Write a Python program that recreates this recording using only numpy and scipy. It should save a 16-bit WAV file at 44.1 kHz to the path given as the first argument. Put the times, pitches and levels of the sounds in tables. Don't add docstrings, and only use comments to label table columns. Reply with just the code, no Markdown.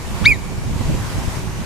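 import sys
import numpy as np
from scipy import signal
from scipy.fft import rfft, irfft, next_fast_len
from scipy.io import wavfile
from scipy.ndimage import uniform_filter1d, minimum_filter1d, map_coordinates

SR = 44100
rng = np.random.default_rng(int(sys.argv[2]) if len(sys.argv) > 2 else 0)


def master(y):
    cut = np.clip(np.atleast_2d(y).T, -1, 1)
    pcm = np.round(cut * 32767)
    wavfile.write(sys.argv[1], SR, pcm.astype(np.int16))


N = 72765

# (time [s], pitch [Hz])
WHISTLE_PITCH = [(.238, 1020), (.25, 1527), (.258, 1934), (.262, 2253), (.267, 2242), (.273, 2357),
                 (.282, 2465), (.292, 2499), (.302, 2442), (.31, 2369), (.32, 2293), (.334, 2093),
                 (.348, 1915), (.366, 1780)]
# (time [s], fundamental [dB], octave [dB])
WHISTLE_LEVELS = [(0.239, -33, -38), (0.248, -30.5, -29.5), (.255, -19, -20.5), (0.257, -19.5, -8.5),
                  (0.2605, -6, -21), (0.267, -5.5, -17), (0.27, -2.5, -38.5), (0.282, -10, -32),
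                  (.294, -12.5, -36), (.303, -15, -51), (0.309, -11.5, -46), (0.323, -10, -37),
                  (.333, -20, -51), (.345, -34.5, -37.5), (0.368, -45, -63)]
# (frequency [Hz], level against the fundamental [dB])
OVERTONES = [(5000, -16), (6600, -33.5), (7100, -29), (7500, -30), (8000, -39), (9300, -36), (9900, -26),
             (10800, -42), (12100, -31), (13500, -49)]
# (frequency [Hz], relative density [dB])
RASP_COLOUR = [(300, -16), (700, -14), (1500, 8.5), (3000, 6.5), (5500, 0), (9000, -8), (14000, -18)]
# (time [s], left minus right [dB])
CALL_PAN = [(.265, 2.5), (.272, -5), (.282, -6), (.305, -7.5), (.32, 1)]
# (frequency [Hz], left lead [rad])
CALL_PHASE = [(1200, -0.46), (2400, -0.76), (4500, -0.43), (10000, -1.33)]
# (time [s], left [dB], right [dB])
GUSTS = [(0.0, -27.5, -31.0), (0.1, -23.5, -25), (0.195, -29.5, -25), (0.225, -26.5, -15.5),
         (0.335, -24.5, -20), (0.4, -28.5, -25.5), (0.48, -26.5, -23), (0.53, -28, -19), (0.59, -22.5, -28),
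         (0.68, -22.0, -18), (0.79, -26, -21.5), (0.84, -24, -20), (0.88, -19.5, -16), (0.95, -20.5, -20.5),
         (1.03, -24.5, -24), (1.12, -23.0, -29), (1.19, -22, -17.5), (1.25, -24.5, -26.5),
         (1.36, -23.5, -28.5), (1.43, -25, -23.5), (1.48, -28, -21), (1.52, -28, -28.5),
         (1.59, -24.0, -24.5), (1.65, -26.5, -30)]
# (frequency [Hz], relative density [dB])
RUMBLE_COLOUR = [(20, -3.5), (45, -0.5), (85, -1), (150, -3), (220, -9.5), (330, -17.5), (500, -29.5),
                 (900, -24), (1500, -90)]
# (frequency [Hz], relative density [dB])
FLUTTER_COLOUR = [(150, 4.5), (300, 11), (520, 4.5), (900, -36), (2500, -40)]
# (time [s], left gain [dB], right gain [dB], puff against the swing [dB])
THUMPS = [(.224, -29, -17.5, 0), (.763, -17, -7, -22), (0.811, -16.5, -10.5, -6.5), (0.899, -15, -17.5, -3),
          (0.951, -28, -13, -4), (1.283, -11, -37, -11.5), (1.372, -15, -41, -7), (1.598, -27, -15, -38)]
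# (frequency [Hz], relative density [dB])
PUFF_COLOUR = [(60, 1), (180, 7.5), (350, -1.5), (550, -5), (900, -32), (2000, -57)]
# (time [s], relative level [dB])
WATER_SWELL = [(0, -45.5), (.12, -44), (.2, -42), (.28, -44), (.4, -47.5), (.68, -47), (.8, -44),
               (.95, -43), (1.12, -42), (1.25, -42.5), (1.39, -42), (1.44, -45.5), (1.65, -45.5)]
# (frequency [Hz], relative density [dB])
WATER_COLOUR = [(180, -6.5), (320, -5), (500, -8.5), (700, -9), (980, -6), (1350, -12), (2400, -13.5),
                (3500, -18.5), (5500, -19), (6600, -18.5), (10000, -24.5), (14000, -30.5)]
# (frequency [Hz], coherence [0-1])
WATER_COHERENCE = [(300, 1), (700, 0.83), (2000, 0.095), (4000, 0.071), (8000, 0.17), (13000, 0.046)]
# (frequency [Hz], left minus right [dB])
WATER_PAN = [(300, 2), (1000, 0.5), (3000, -0.5), (8000, -4), (13000, -4)]
# (harmonic [number], level [dB])
HUM_LINES = [(4, -46), (5, -55), (7, -54), (12, -57)]


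def whistle(jitter=.011, jitter_rate=700, shimmer_db=.6, smear_rad=.5, smear_rate=800,
            break_s=.261, break_fade_s=.0036, octave_trim_db=1, trim_db=-.5):
    t = np.arange(N) / SR
    hz, = curves(WHISTLE_PITCH)
    level_db, octave_db = curves(WHISTLE_LEVELS)
    leap = np.clip((break_s - t) / break_fade_s + .5, 0, 1)
    phase = 2 * np.pi * np.cumsum(hz * (1 + jitter * wobble(jitter_rate))) / SR
    upper = 0
    for k in range(3, 7):
        overtone_db = along(OVERTONES, k * hz) + 3 * wobble(340)
        upper += amp(overtone_db) * np.sin(k * phase + smear_rad * wobble(smear_rate))
    octave = np.sin(2 * phase + smear_rad / 2 * wobble(smear_rate))
    third = leap * amp(-18.5) * np.sin(3 * phase)
    tone = amp(level_db) * (np.sin(phase) + upper) + amp(octave_db + octave_trim_db) * (octave + third)
    gate = np.clip(np.minimum(t - WHISTLE_LEVELS[0][0], WHISTLE_LEVELS[-1][0] - t) / .0016, 0, 1)
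    shimmer = amp(shimmer_db * wobble(jitter_rate))
    roughness = 1 + .14 * leap * wobble(900)
    return np.sqrt(2) * tone * gate * shimmer * roughness * amp(trim_db)


def rasp(peak_s=.2576, width_s=.015, level_db=-27.5):
    burst = np.exp(-np.abs(np.arange(N) / SR - peak_s) / width_s)
    return noise(RASP_COLOUR, N) * amp(level_db) * burst


def among_rocks(call):
    side = np.array([[1], [-1]])
    direct = filtered(call, lambda hz: np.exp(.5j * side * along(CALL_PHASE, hz)))
    direct *= amp(side * curves(CALL_PAN) / 2)
    scree = amp(-21) * scatter(call, t60_s=.045)
    slope = amp(-28) * scatter(call, t60_s=2.2)
    return direct + boulder(call) + scree + slope


def boulder(call, delay_s=.0205, rough_hz=3020, left_db=-23, right_db=-25):
    mirror = lambda hz: np.exp(-2j * np.pi * hz * delay_s) / np.sqrt(1 + (hz / rough_hz) ** 8)
    return filtered(call, mirror) * amp([[left_db], [right_db]])


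def scatter(call, t60_s):
    t = np.arange(SR) / SR
    tail = rng.standard_normal((2, SR)) * amp(-60 * t / t60_s)
    return signal.fftconvolve(call[None], tail / np.linalg.norm(tail[0]), axes=1)[:, :N]


def wind(lumps_db=1.26, lump_rate=28, low_hz=18, edge_hz=420, flutter_db=-46, flutter_growth=1.03):
    def colour(hz):
        low_cut = 1 - np.exp(-(hz / low_hz) ** 2)
        return amp(along(RUMBLE_COLOUR, hz)) * low_cut / np.sqrt(1 + (hz / edge_hz) ** 4)

    gust_db = curves(GUSTS) + lumps_db * np.array([wobble(lump_rate), wobble(lump_rate)])
    rumble = unit(filtered(rng.standard_normal((2, N)), colour)) * amp(gust_db)
    flutter = noise(FLUTTER_COLOUR) * amp(flutter_db + flutter_growth * (gust_db - gust_db.mean()))
    return rumble + flutter


def thumps(half_swing_s=.0027, half_puff_s=.0081):
    ports, t = np.zeros((2, N)), np.arange(N) / SR
    air = noise(PUFF_COLOUR)
    for at_s, left_db, right_db, puff_db in THUMPS:
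        crossing = (t - at_s) / half_swing_s
        swing = 2 * crossing * np.exp(-crossing ** 2)
        puff = amp(puff_db) * air * np.exp(-((t - at_s) / half_puff_s) ** 2)
        ports += amp([[left_db], [right_db]]) * (swing + puff)
    return ports


def water(low_hz=280, patch_db=1, gain_db=11.5):
    spectra = signal.stft(rng.standard_normal((2, N)), nperseg=512)[2]
    patches = uniform_filter1d(rng.standard_normal(spectra.shape[1:]), size=7, axis=0)
    patches = uniform_filter1d(patches, size=14, axis=1)
    hiss = signal.istft(spectra * amp(patch_db * unit(patches)), nperseg=512)[1][:, :N]
    spread = lambda hz: np.arccos(np.clip(along(WATER_COHERENCE, hz), -1, 1)) / 2
    colour = lambda hz: amp(along(WATER_COLOUR, hz)) * (1 - np.exp(-(hz / low_hz) ** 2))
    balance = lambda hz: amp(along(WATER_PAN, hz) * np.array([[.5], [-.5]]))
    mid, side = filtered(hiss, lambda hz: colour(hz) * [np.cos(spread(hz)), np.sin(spread(hz))])
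    ports = filtered(np.array([mid + side, mid - side]), balance)
    return unit(ports) * amp(curves(WATER_SWELL) + gain_db)


def hum(base_hz=93.16, waver=.00806, waver_db=2.7, rate=14):
    phase = 2 * np.pi * np.cumsum(base_hz * (1 + waver * wobble(rate))) / SR
    return np.sqrt(2) * sum(amp(db + waver_db * wobble(rate)) * np.sin(k * phase) for k, db in HUM_LINES)


def amp(db):
    return 10 ** (np.asarray(db) / 20)


def unit(x):
    return x / np.sqrt(np.mean(x ** 2) + 1e-20)


def along(points, hz):
    knots_hz, values = np.transpose(points)
    return np.interp(np.log(hz + 1), np.log(knots_hz + 1), values)


def curves(rows):
    times, *columns = np.transpose(rows)
    return np.array([np.interp(np.arange(N) / SR, times, column) for column in columns])


def wobble(rate):
    return map_coordinates(rng.standard_normal(N // 10), [np.arange(N) * rate / SR], mode="wrap")


def filtered(x, response):
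    size = next_fast_len(N + SR // 2)
    return irfft(rfft(x, size) * response(np.fft.rfftfreq(size, 1 / SR)), size)[..., :N]


def noise(colour, shape=(2, N)):
    return unit(filtered(rng.standard_normal(shape), lambda hz: amp(along(colour, hz))))


def scene():
    return among_rocks(whistle() + rasp()) + water() + hum() + wind() + thumps()


def record(dry, ceiling=1, hold_s=.0009, top_hz=14250):
    hold = int(hold_s * SR)
    needed_gain = ceiling / np.maximum(np.abs(dry), ceiling)
    gain = uniform_filter1d(minimum_filter1d(needed_gain, hold), hold)
    return filtered(dry * gain, lambda hz: hz < top_hz)


dry = scene()
out = record(dry)
master(out)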